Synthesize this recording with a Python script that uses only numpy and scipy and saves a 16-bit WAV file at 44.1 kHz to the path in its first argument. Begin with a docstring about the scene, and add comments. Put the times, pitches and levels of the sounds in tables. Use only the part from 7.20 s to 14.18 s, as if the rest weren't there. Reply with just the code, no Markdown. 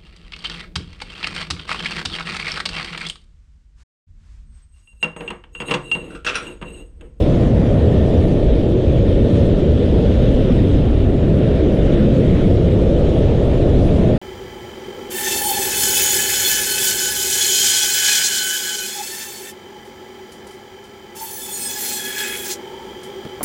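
"""High in the open air, wind rushes over a camera in free flight.
Swirls of air (eddies) pound the microphone opening in a deep, unbroken roar, now and then with a
stronger thump. Above it, air sliding over the camera's case hisses, and a gap whistles faintly.
A quick limiter, which turns loud moments down, holds the roar at an even level."""
import sys
import numpy as np
from scipy import signal
from scipy.io import wavfile
from scipy.ndimage import uniform_filter1d

SR = 44100
rng = np.random.default_rng(int(sys.argv[2]) if len(sys.argv) > 2 else 0)


def wrap_up_sound(samples):
    """Save the sound to the file named by the first command line argument, as 16-bit audio."""
    columns = np.atleast_2d(samples).T
    # keep every value between -1 and 1, then stretch to whole-number steps
    tamed = np.clip(columns, -1, 1)
    steps = np.round(tamed * 32767).astype(np.int16)
    wavfile.write(sys.argv[1], SR, steps)


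N = 307818
FRAME, HOP = 2048, 256  # noise is shaped in overlapping slices: their length and step in samples
HZ = np.fft.rfftfreq(FRAME, 1 / SR)
TIMES = np.arange(N // HOP + 9) * HOP / SR

# How the hiss swells as the case turns in the wind.
# Each row: time in seconds, swell of the coarse part, swell of the airy part.
HISS_SWELLS = [(0.0, -1.5, 1.5), (0.3, 0.9, -7.5), (0.75, -0.1, -4), (1.4, -2, -1.5), (1.8, -1.5, 0.2),
               (2.15, -1.4, 1.3), (2.65, 0, 2.5), (3.1, 0.6, 1.5), (3.45, 1.5, -0.7), (3.7, -0.5, -1.5),
               (4.05, 0.4, -5), (4.25, 2, -1.8), (4.47, 0.5, -1.7), (4.72, 3.5, 0), (4.93, 0.5, -0.5),
               (5.17, 3.5, -0.5), (5.35, 0.5, -3.5), (5.6, -1.1, -1.3), (6.02, 0.5, 0.5), (6.22, 0, -2.5),
               (6.5, -0.1, -3.5), (6.8, 0.5, -2), (6.98, 1, -5)]
# Single strong eddies that thump the microphone.
# Each row: middle in seconds, half length in seconds, pitch in Hz, peak in dB before the limiter.
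STRONG_EDDIES = [(0.333, .02, 124, -11.5), (0.817, .03, 74, -10.5), (0.992, .02, 79.9, -4.5),
                 (1.695, .03, 76, -9), (2.496, .04, 80, -10.5), (3.208, .022, 69.6, -7),
                 (3.319, .02, 246, -9), (3.461, .04, 94, -11.5), (4.412, .024, 74, -9),
                 (4.84, 0.016, 203.6, -10.5), (5.254, .02, 174.5, -9.5)]


def amp(db):
    """Turns decibels into a gain."""
    return 10 ** (np.asarray(db) / 20)


def unit(x):
    """Scales a signal to an average (rms) level of 1."""
    return x / np.sqrt(np.mean(x ** 2) + 1e-20)


def colour(hz, values):
    """Joins values at a few pitches into a curve over all frequencies."""
    return np.interp(np.log(HZ + 1), np.log(hz), values)


def curve(rows, column=1):
    """Joins one column of a table into a curve over time, one value a slice."""
    table = np.transpose(rows)
    return np.interp(TIMES, table[0], table[column])[:, None]


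def bell(x, middle, half_width):
    """A smooth hump of height 1."""
    return np.exp(-((x - middle) / half_width) ** 2)


def band(centre_hz, octaves):
    """A smooth hump around one pitch."""
    return bell(np.log2(HZ + 1), np.log2(centre_hz), octaves)


def spot(middle_s, half_s, shape):
    """Fades a shape over frequency in and out around one moment."""
    return np.outer(bell(TIMES, middle_s, half_s), shape)


def patches(span_s, span_hz):
    """Random unevenness over time and frequency, at level 1."""
    field = rng.standard_normal((len(TIMES), len(HZ)))
    field = uniform_filter1d(field, max(1, round(span_s * SR / HOP)), axis=0)
    return unit(uniform_filter1d(field, max(1, round(span_hz * FRAME / SR)), axis=1))


def noise(shape_db):
    """Noise at level 1 that follows a shape over time and frequency."""
    white = rng.standard_normal((len(TIMES) - 1) * HOP)
    slices = signal.stft(white, nperseg=FRAME, noverlap=FRAME - HOP)[2]
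    shaped = signal.istft(slices * amp(shape_db).T, nperseg=FRAME, noverlap=FRAME - HOP)[1]
    return unit(shaped[:N])


def air_speed(usual_edge_hz=600):
    """How fast the air passes the microphone; 1 is the usual speed."""
    # Faster air makes the roar reach higher. Each row: time in seconds, top edge of the roar in Hz.
    roar_edge = [(0, 620), (.55, 611), (1, 608), (1.3, 588), (1.8, 580), (2.2, 592), (2.5, 578),
                 (2.85, 588), (3.3, 590), (3.7, 586), (4.5, 594), (5, 594), (5.5, 597), (5.85, 600),
                 (6.98, 617)]
    return curve(roar_edge) / usual_edge_hz


def eddy_roar():
    """Eddies of all sizes hit the microphone; faster air sheds them faster and lifts the roar's pitch."""
    # The push of the eddies. Each row: frequency in Hz, relative level in dB.
    roar_tone = [(10, -24), (22, -4), (38, 0), (78, -0.5), (115, -2.13), (175, -6), (300, -8), (480, -10),
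                 (590, -13.5), (675, -20), (745, -27), (900, -35), (1200, -44.5), (2500, -83.5)]
    # The deepest rumble. Each row: time in seconds, swell.
    rumble_swells = [(0.0, 1), (0.22, -10), (0.35, -5.5), (0.6, -5.5), (0.97, -7), (1.1, 7), (1.32, 15),
                     (1.55, -6.5), (2.0, -3.5), (2.13, -13.5), (2.35, -3), (2.62, -2), (3.1, 8.5),
                     (3.55, 2), (3.92, 4.5), (4.06, -9.5), (4.33, -12), (4.55, 6), (4.78, 3.5), (5.0, 0),
                     (5.22, 12.5), (5.53, -12.5), (5.67, 7.5), (6.1, 6.5), (6.35, 2), (6.6, 15.5),
                     (6.98, -2.5)]
    # Big eddies grow at the cost of middling ones. Each row: frequency in Hz, dB per step of swell.
    rumble_shares = [(40, 0.32), (100, -0.08), (250, 0.05), (450, 0)]
    # One size of eddy thins out and the roar turns hollow.
    # Each row: middle in seconds, half length in seconds, pitch in Hz, change in dB.
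    lulls = [(0.352, 0.4, 417, -3), (1.3, .2, 194, -2), (1.35, .06, 95, -5), (2.516, 0.09, 730, -2.5),
             (2.79, 0.22, 107.4, -4), (2.956, 0.17, 340, -3.5), (3.286, 0.036, 60, -11),
             (3.718, 0.37, 522, -5), (3.78, .1, 188, -5.5), (4.92, 0.76, 96.4, -3), (5.08, 0.21, 560, -1.5),
             (5.98, 0.04, 90, -7.5), (6.12, .38, 206, -3.5)]
    # One size of eddy takes over, in a low boom or a hollow whoop. The rows read like those of the lulls.
    surges = [(0.2, 0.33, 100, 3), (0.65, 0.3, 203, 4), (1.57, 0.19, 350, 4), (2.151, 0.17, 205, 8),
              (2.203, .1, 100, 3.5), (2.807, .08, 870, 7), (3.5, .22, 255, 3), (3.78, 0.1, 79.4, 1.5),
              (4.137, 0.07, 173, 2.5), (4.434, 0.07, 320, 5), (4.593, 0.41, 565, 2.3),
              (4.86, 0.08, 207, 4.5), (5.348, 0.33, 168, 3.5), (5.503, 0.077, 95.5, 6.5),
              (5.797, 0.1, 556, 4), (6.198, 0.56, 880, 4), (6.92, 0.11, 636, 1.5)]
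    # The opening rings with a hollow note that sinks as the camera turns.
    # Each row: time in seconds, pitch in Hz, gain in dB.
    hollow_note = [(1.7, 520, -0.5), (1.87, 530, 5.5), (2.25, 582, 4.5), (2.7, 538, 1), (3.2, 480, 2),
                   (3.7, 476, 1), (4.0, 477, -1)]

    tone_hz, tone_db = np.transpose(roar_tone)
    shape_db = np.interp(np.log((HZ + 1) / air_speed()), np.log(tone_hz), tone_db)
    shape_db += curve(rumble_swells) * colour(*np.transpose(rumble_shares))
    shape_db += 0.59 * curve(HISS_SWELLS) * band(215, octaves=0.62)  # swells with the coarse hiss
    for middle, half, hz, change_db in lulls:
        shape_db += change_db * spot(middle, half, band(hz, octaves=0.39))
    for middle, half, hz, change_db in surges:
        shape_db += change_db * spot(middle, half, bell(HZ, hz, half_width=25 + 0.083 * hz))
    for middle, half, hz, _ in STRONG_EDDIES:  # each sweeps away smaller eddies near its pitch
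        shape_db -= 0.5 * spot(middle, half, band(hz, octaves=0.39))
    shape_db += curve(hollow_note, column=2) * bell(HZ, curve(hollow_note), half_width=28)
    shape_db += 0.62 * patches(span_s=0.31, span_hz=110)
    return amp(-11.5) * noise(shape_db)


def limit(x, ceiling_db, span_s):
    """Turns the sound down smoothly wherever its level nears the ceiling."""
    window = signal.windows.hann(max(3, round(span_s * SR)))
    power = abs(signal.oaconvolve(x ** 2, window / window.sum(), "same"))
    return x / (1 + (power / amp(ceiling_db) ** 2) ** 2) ** (1 / 4)


def roar_limiter(pressure, split_hz=160):
    """Holds down the bass and the rest separately, then both together more quickly."""
    bass = signal.sosfiltfilt(signal.butter(3, split_hz, fs=SR, output="sos"), pressure)
    held_bass = limit(bass, ceiling_db=-9.5, span_s=0.074)
    held_rest = limit(pressure - bass, ceiling_db=-12.5, span_s=0.025)
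    return limit(held_bass + held_rest, ceiling_db=-5.5, span_s=0.0054)


def hiss_swell():
    """The hiss changes (in dB) as the case turns; its lowest and highest parts follow air speed most."""
    # Each row: frequency in Hz, dB per step of coarse swell, dB per step of airy swell.
    swell_shares = [(1000, 0.35, 0.2), (1800, 1.37, 0.078), (3300, 0.16, 0.67), (6500, .1, 0.47)]
    hz, coarse, airy = np.transpose(swell_shares)
    coarse_db = curve(HISS_SWELLS) * colour(hz, coarse)
    airy_db = curve(HISS_SWELLS, column=2) * colour(hz, airy)
    speed_power = 8.2 * colour([950, 1400, 3500, 6000], [1.9, 0.21, 0.44, 1.2])
    return coarse_db + airy_db + speed_power * 20 * np.log10(air_speed())


def case_hiss(roar, flutter=0.08):
    """A thin layer of air hisses as it slides over the case, fluttering with each passing eddy."""
    # The tone of the sliding air. Each row: frequency in Hz, relative level in dB.
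    hiss_tone = [(200, -7), (900, -2), (1350, 0.9), (1600, -2), (2100, -2), (2600, -2), (3200, 0.6),
                 (3600, -1), (4000, -6), (4300, -10.5), (5200, -14.5), (7000, -20), (9000, -24.5),
                 (11000, -28.5), (12000, -31)]
    shape_db = colour(*np.transpose(hiss_tone)) + hiss_swell()
    puffs = 1.87 * patches(span_s=0.052, span_hz=450)
    flicker = 0.9 * patches(span_s=0.035, span_hz=5200)
    unevenness = colour([1000, 4000, 10000], [0.7, 0.7, 1.5])  # the highest hiss is the least steady
    air = noise(shape_db + unevenness * (puffs + flicker))
    return amp(-39.0) * unit(air * np.exp(flutter * unit(roar)))


def gap_whistle(pitch_hz=1810, width_hz=89, level_db=-55):
    """The wind makes a gap ring with a weak, breathy note."""
    # The wind briefly meets the gap head on.
    # Each row: middle in seconds, half length in seconds, gain in dB.
    head_on = [(0.678, 0.42, 7), (2.1, .27, 6)]
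    t = np.arange(N) / SR
    shape_db = -20 * np.log10(1 + ((HZ - pitch_hz) / width_hz) ** 2)
    swell_db = sum(gain_db * bell(t, middle, half) for middle, half, gain_db in head_on)
    return amp(level_db + swell_db) * noise(shape_db[None])


def eddy_thumps(max_glide=0.2):
    """Each strong eddy swings the air pressure a few times, sliding in pitch as it passes."""
    pressure = np.zeros(N)
    for middle, half, hz, peak_db in STRONG_EDDIES:
        phase, slide = rng.uniform(-1, 1, 2)
        t = np.arange(N) / SR - middle
        cycles = hz * np.cumsum(1 + max_glide * slide * np.tanh(t / half)) / SR
        pressure += amp(peak_db) * bell(t, 0, half) * np.sin(2 * np.pi * cycles + np.pi * phase)
    return pressure


def scene():
    """Roar and thumps go through the limiter; hiss and whistle lie on top."""
    pressure = eddy_roar() + eddy_thumps()
    roar = amp(-12.0) * unit(roar_limiter(pressure))
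    return (roar + case_hiss(roar) + gap_whistle())[None]


def record(dry, fade_s=0.004, top_hz=11750):
    """Softens both ends and cuts off the highest treble steeply."""
    from_end_s = np.minimum(np.arange(N), np.arange(N)[::-1]) / SR
    fade = np.sin(np.pi / 2 * np.minimum(from_end_s / fade_s, 1)) ** 2
    treble_cut = signal.firwin(301, top_hz, window=("kaiser", 9), fs=SR)
    return signal.oaconvolve(dry * fade, treble_cut[None], "same")


dry = scene()
out = record(dry)
wrap_up_sound(out)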